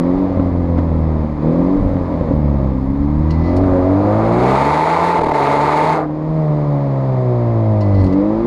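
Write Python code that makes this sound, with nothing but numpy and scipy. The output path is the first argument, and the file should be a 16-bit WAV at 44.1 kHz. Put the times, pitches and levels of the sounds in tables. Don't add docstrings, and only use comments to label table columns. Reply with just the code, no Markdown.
import sys
import numpy as np
from scipy import signal
from scipy.fft import rfft, irfft, next_fast_len
from scipy.io import wavfile
from scipy.ndimage import uniform_filter1d

SR = 44100
rng = np.random.default_rng(int(sys.argv[2]) if len(sys.argv) > 2 else 0)


def waveform_to_disk(signal):
    frames = np.transpose(np.atleast_2d(signal))
    scaled = np.clip(frames, -1, 1) * 32767
    samples = np.round(scaled).astype(np.int16)
    wavfile.write(sys.argv[1], SR, samples)


N = 373086
TIME = np.arange(N) / SR

# f/Hz, width/Hz, gain/dB
SILENCER_MODES = [(97.5, 17, -3), (173, 86, -3.5), (275, 15, 5), (520.5, 46, 0.5), (570, 110, -19.5)]
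ROAR_MODES = [(452, 60, -1), (660, 130, -5), (770, 60, -8), (1000, 50, -11), (1160, 80, -11)]
# start/s, end/s, level/dB
FLAP_RUNS = [(3.293, 3.594, -44.5), (7.80, 8.147, -46)]
PART_THROTTLE = (-37, -21.5, -19.5, -25, -28, -3.5, -27, -28.5)
CRACKLE = (-29.5, -30, -27, -40, -32, -3, -28.5, -29.5)
THROB = (-24, -26.5, -24.5, -32.5, -33, -5, -28.5, -31)
LULL = (-32, -32.5, -27.5, -26.5, -44.5, 3, -39, -32.5)
LIGHT_PULL = (-18, -20.5, -24.5, -29, -45.5, 9, -31.5, -29)
HARD_PULL = (-18, -28, -15, -24, -26.5, -6, -26, -26.5)
GROWL = (-17, -21, -20.5, -32, -21, -5.5, -26.5, -24)
FULL_THROTTLE = (-22.5, -28, -23, -23.5, -32, -1.5, -31, -26.5)
LIFT_OFF = (-26, -24, -36, -41, -36.5, -5.5, -32.5, -34.5)
COASTING = (-13, -25, -24.5, -27, -28, -5, -41, -29.5)


def from_db(db):
    return 10 ** (np.asarray(db) / 20)


def rms_one(x):
    return x / np.sqrt(np.mean(x ** 2) + 1e-20)


def in_time(points):
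    return np.interp(TIME, *np.transpose(points))


def at_hz(points, hz):
    f, db = np.transpose(points)
    return np.interp(np.log(hz), np.log(f), db)


def ramp(start_s, length_s):
    return np.clip((TIME - start_s) / length_s, 0, 1)


def swells(rows):
    return sum(height * np.maximum(1 - abs(TIME - s) / half_s, 0) for s, half_s, height in rows)


def drift(rate_hz):
    r = np.exp(-80 * np.pi * rate_hz / SR)
    slow = signal.lfilter([1], [1, -2 * r, r * r], rng.standard_normal(N // 40 + 2002))[2000:]
    return np.interp(np.arange(N) / 40, np.arange(len(slow)), rms_one(slow))


def noise(spectrum):
    size = next_fast_len(N, True)
    hz = np.maximum(np.fft.rfftfreq(size, 1 / SR), 1)
    gain = from_db(at_hz(spectrum, hz)) * np.minimum(hz / spectrum[0][0], 1) ** 4
    white = rng.standard_normal(2 * len(hz) - 2)
    return rms_one(irfft(rfft(white) * gain, size)[:N])


def resonate(x, modes):
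    out = 0
    for hz, width_hz, db in modes:
        r = np.exp(-np.pi * width_hz / SR)
        b = [(1 - r * r) / 2, 0, (r * r - 1) / 2]
        a = [1, -2 * r * np.cos(2 * np.pi * hz / SR), r * r]
        out += from_db(db) * signal.lfilter(b, a, x + 1e-18)
    return out


def cut(x, hz, kind, order=2):
    return signal.sosfilt(signal.butter(order, hz, kind, fs=SR, output="sos"), x + 1e-18)


def driving():
    # start/s, fade/s, running state, engine level/dB
    drive = [(0, .05, PART_THROTTLE, -0.5), (.2, 0.092, CRACKLE, 1.5), (.47, 0.045, THROB, 0),
             (1.21, 0.24, LULL, -7), (1.36, 0.092, PART_THROTTLE, -0.7), (1.76, .05, CRACKLE, -1),
             (2.32, .03, THROB, 0.4), (2.67, 0.074, LULL, 1.5), (2.93, 0.52, LIGHT_PULL, 1),
             (3.39, 0.15, HARD_PULL, 0), (3.96, 0.29, GROWL, 0), (4.45, 0.45, FULL_THROTTLE, -2.5),
             (5.35, 0.3, FULL_THROTTLE, 0.5), (5.94, 0.074, LIFT_OFF, 1.5), (6.13, 0.29, COASTING, -.5),
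             (7.1, 0.38, COASTING, 0.5), (8.01, .17, PART_THROTTLE, .6)]
    settings = np.array([(*state, db) for _, _, state, db in drive])
    fades = np.array([ramp(start_s, fade_s) for start_s, fade_s, *_ in drive[1:]])
    return settings[0][:, None] + np.diff(settings, axis=0).T @ fades


def with_revs(law, firing_hz):
    top_db, top_hz, slope_db_per_hz = law
    return from_db(top_db - slope_db_per_hz * np.maximum(top_hz - firing_hz, 0))


def road_and_wind(rush_db):
    # f/Hz, relative density/dB
    road_spectrum = [(300, 4.5), (700, 1), (1000, 1.5), (1200, -3.5), (1450, -15.5), (2100, -15),
                     (2850, -30.5), (3800, -28), (5000, -31.5), (5750, -42), (6800, -39), (7800, -49.5),
                     (9200, -50.5), (14000, -72.5)]
    wind_spectrum = [(14, -11.5), (25, 13.5), (50, 16.5), (100, 6), (250, 10), (600, -56)]
    # t/s, level/dB
    wind_level = [(0, -28.5), (3.2, -24), (4.35, -32.5), (4.7, -53), (6, -45.5), (6.4, -39), (8.46, -35.5)]
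    # t/s, half length/s, rise/dB
    bumps = [(.787, 0.02, 9)]
    gusts = [(1.85, .12, 9), (3.68, .3, 7.5), (6.3, .12, 11.5), (8.05, .13, 22)]
    tyres = noise(road_spectrum) * from_db(rush_db + swells(bumps))
    eddies_db = 1.5 * drift(8)
    wind = noise(wind_spectrum) * from_db(in_time(wind_level) + swells(gusts) + eddies_db)
    return tyres + wind


def flap(rise_s=0.0018, decay_s=0.0096, fade_s=0.0091, click_db=-9, scrape_db=-9, waver_db=3):
    # t/s, relative level/dB, hard-stop share/dB
    knocks = [(3.308, -27.5, -18), (3.566, -29.5, -8.5), (7.809, -31.5, -17), (7.945, -42, -27),
              (7.998, -43, -30), (8.041, -39, -3), (8.066, -36, -20), (8.127, -37.5, -15.5)]
    # f/Hz, width/Hz, gain/dB
    linkage_modes = [(2830, 840, 9), (4280, 450, 16), (5070, 400, -1)]
    stop_modes = [(6900, 280, 10), (8540, 440, 9), (11800, 1200, -11)]
    # f/Hz, relative level/dB
    whine_lines = [(2003, 1), (4006, -46)]
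    linkage = rms_one(cut(resonate(rng.standard_normal(N), linkage_modes), 6000, "low", order=4))
    stop = rms_one(resonate(rng.standard_normal(N), stop_modes))
    clicks = 0
    for s, db, stop_db in knocks:
        envelope = ramp(s - rise_s, rise_s) * np.exp(-np.clip((TIME - s) / decay_s, 0, 50))
        clicks += from_db(db + click_db) * envelope * (linkage + from_db(stop_db) * stop)
    running = sum(from_db(db) * (ramp(start_s, fade_s) - ramp(end_s - fade_s, fade_s))
                  for start_s, end_s, db in FLAP_RUNS)
    whine = sum(np.sqrt(2) * from_db(db) * np.sin(2 * np.pi * hz * TIME) for hz, db in whine_lines)
    return clicks + running * (whine + from_db(scrape_db) * linkage) * from_db(waver_db * drift(20))


def puff(at_s, width_s=.0006):
    return -np.exp(-np.minimum(((TIME - at_s) / width_s) ** 2, 50))


def shift_pops(start_s=5.193, gap_s=.0255, level_db=-9, boom_db=-28):
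    return [(start_s + k * gap_s, level_db, boom_db) for k in range(6)]


def pops(rebound=0.27, rebound_s=0.00053, ring_db=9):
    # t/s, pulse level/dB, relative boom/dB
    fuel_pops = [(.374, -6, 1.5), (0.398, -5, 2), (.440, -18, -7), (.462, -9, 1.5), (.788, -0.5, -9),
                 (1.81, -13, 5.5), (1.862, -8, -6), (1.935, -9, -8), (1.957, -13, 6), (2.012, -12, 1),
                 (2.211, -10.5, 7), (2.310, -15.5, 13.5), (2.338, -14, 4.5), (2.735, -16, 5),
                 (8.04, -4, -6)]
    crack, boom = np.zeros(N), np.zeros(N)
    for s, level_db, boom_db in fuel_pops + shift_pops():
        pulse = from_db(level_db) * puff(s)
        crack += pulse - rebound * from_db(level_db) * puff(s + rebound_s)
        boom += from_db(boom_db) * pulse
    volley = sum(from_db(level_db) * puff(s) for s, level_db, _ in shift_pops())
    return crack + from_db(ring_db) * (resonate(boom, SILENCER_MODES) + resonate(volley, ROAR_MODES))


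def howl(gas, firing_hz):
    # f/Hz, width/Hz, gain/dB
    howl_mode = [(878, 32, 9)]
    ring = resonate(gas, howl_mode)
    power = uniform_filter1d(ring ** 2, size=900) / np.mean(ring ** 2) + 1e-6
    return np.interp(firing_hz, [128, 152], [.2, 1]) * ring / power ** .3


def roar(firings, firing_hz, pulsing=0.47, rasp=0.15, uneven=0.27, slowing_db=-2, sag_s=0.01):
    # f/Hz, relative density/dB
    hiss_spectrum = [(1720, -5), (1850, -2), (2130, 2), (2450, -7), (3050, -17), (3800, -13), (4350, -14),
                     (5700, -27), (6750, -23), (7700, -29), (8900, -28), (12000, -40), (15500, -55)]
    # top level/dB, firing rate at the top/Hz, slope below it/(dB/Hz)
    roar_law = (-14.5, 133, 0.35)
    hiss_law = (-29.5, 131, 0.61)
    pedal = ramp(3.52, 0.13) - ramp(5.93, 0.14)
    slowing = uniform_filter1d(1. * (np.gradient(firing_hz) < 0), size=3000)
    beat = np.cos(2 * np.pi * firings)
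    strokes = np.diff(np.floor(firings), prepend=0) * np.sqrt(SR / firing_hz)
    strokes *= 1 + uneven * np.cos(np.pi * firings)
    gas = rng.standard_normal(N) * (1 + pulsing * beat) + .5 * strokes
    pipe = resonate(gas, ROAR_MODES) + pedal ** 4 * howl(gas, firing_hz)
    pipe = cut(cut(pipe, 1270, "low", order=4), 330, "high")
    pipe /= np.sqrt(uniform_filter1d(pipe ** 2, size=4000) + 1e-12)
    hiss = noise(hiss_spectrum) * (1 + rasp * beat) * from_db(0.95 * drift(40) + slowing_db * slowing)
    flow = with_revs(roar_law, firing_hz) * pipe + with_revs(hiss_law, firing_hz) * hiss * pedal
    sag = swells([(s + sag_s, sag_s, 0.82) for s, *_ in shift_pops()])
    return flow * np.sqrt(pedal) * (1 - sag)


def ragged_firing(firings, level_db):
    at = np.flatnonzero(np.diff(np.floor(firings)) > 0)
    strokes = np.zeros(N)
    strokes[at] = rng.uniform(0.062, 1, len(at)) * rng.choice([-1, 1], len(at))
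    return from_db(level_db) * rms_one(cut(resonate(strokes, SILENCER_MODES), 900, "low"))


def engine_note(firings, firing_hz, low_db, overtone_db, imbalance_db, ragged_db):
    # f/Hz, gain/dB
    shut_pipe = [(40, -2), (62, 6), (160, 6), (200, 1), (250, 0.5), (290, 7.5), (330, -1), (365, 1.5),
                 (410, -11.5), (500, -0.5), (630, -6), (720, -22.5), (950, -20), (1600, -38)]
    open_pipe = [(60, -7), (95, -0.5), (130, -3), (160, -2), (200, 4), (260, -4.5), (290, 1.5), (320, -3),
                 (370, 1.5), (420, -15), (480, -3), (550, -1.5), (630, 1.5), (720, -8.5), (810, -15),
                 (980, -16.5), (1600, -43)]
    unsteady = np.minimum(from_db(ragged_db + 25), 1)
    opening = np.interp(TIME, np.array(FLAP_RUNS)[:, :2].ravel(), [0, 1, 1, 0])
    out = 0
    for k in np.arange(1, 29) / 2:
        hz = k * firing_hz
        pipe_db = (1 - opening) * at_hz(shut_pipe, hz) + opening * at_hz(open_pipe, hz)
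        if k in (1, 2, 3, 4):
            level_db = low_db[int(k) - 1] + 1.16 * drift(18)
            phase = 0
        else:
            half_order = k % 1 > 0
            silencer_db = -8.5 * (k < 3) * (1 - opening)
            flutter_db = 4.5 * unsteady * drift(5.4)
            level_db = overtone_db + imbalance_db * half_order + silencer_db + flutter_db
            phase = .45 * unsteady * drift(12)
            phase -= (6 + 12 * opening) * (hz / 1000) ** 2
            phase += half_order * rng.uniform(0, 2 * np.pi)
        out -= np.sqrt(2) * from_db(level_db + pipe_db) * np.cos(2 * np.pi * k * firings + phase)
    return out


def scene(jitter=.003):
    # t/s, firing rate/Hz
    firing_curve = [(0.0, 84.4), (0.21, 95.2), (0.53, 88.1), (1.39, 73.7), (1.78, 97.8), (2.42, 73.7),
                    (2.75, 64.0), (3.38, 80.4), (3.63, 94.0), (3.81, 90.3), (4.3, 114.3), (4.84, 159.6),
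                    (5.14, 175.4), (5.39, 139.8), (5.59, 144.0), (5.91, 158.5), (6.09, 151.2),
                    (6.35, 157.8), (6.51, 150.8), (7.3, 123.3), (8.1, 92.3), (8.46, 117.4)]
    firing_hz = in_time(firing_curve)
    *low_db, overtone_db, imbalance_db, ragged_db, rush_db, engine_db = driving()
    firings = np.cumsum(firing_hz * (1 + jitter * drift(20))) / SR
    engine = engine_note(firings, firing_hz, low_db, overtone_db, imbalance_db, ragged_db)
    engine += ragged_firing(firings, ragged_db)
    exhaust = from_db(engine_db) * engine + roar(firings, firing_hz) + pops()
    return (exhaust + flap() + road_and_wind(rush_db))[None]


def record(dry, ceiling=0.69, cutoff_hz=15500):
    rounded = dry / (1 + (dry / ceiling) ** 6) ** (1 / 6)
    return signal.sosfilt(signal.cheby2(12, 70, cutoff_hz, fs=SR, output="sos"), rounded)


dry = scene()
out = record(dry)
waveform_to_disk(out)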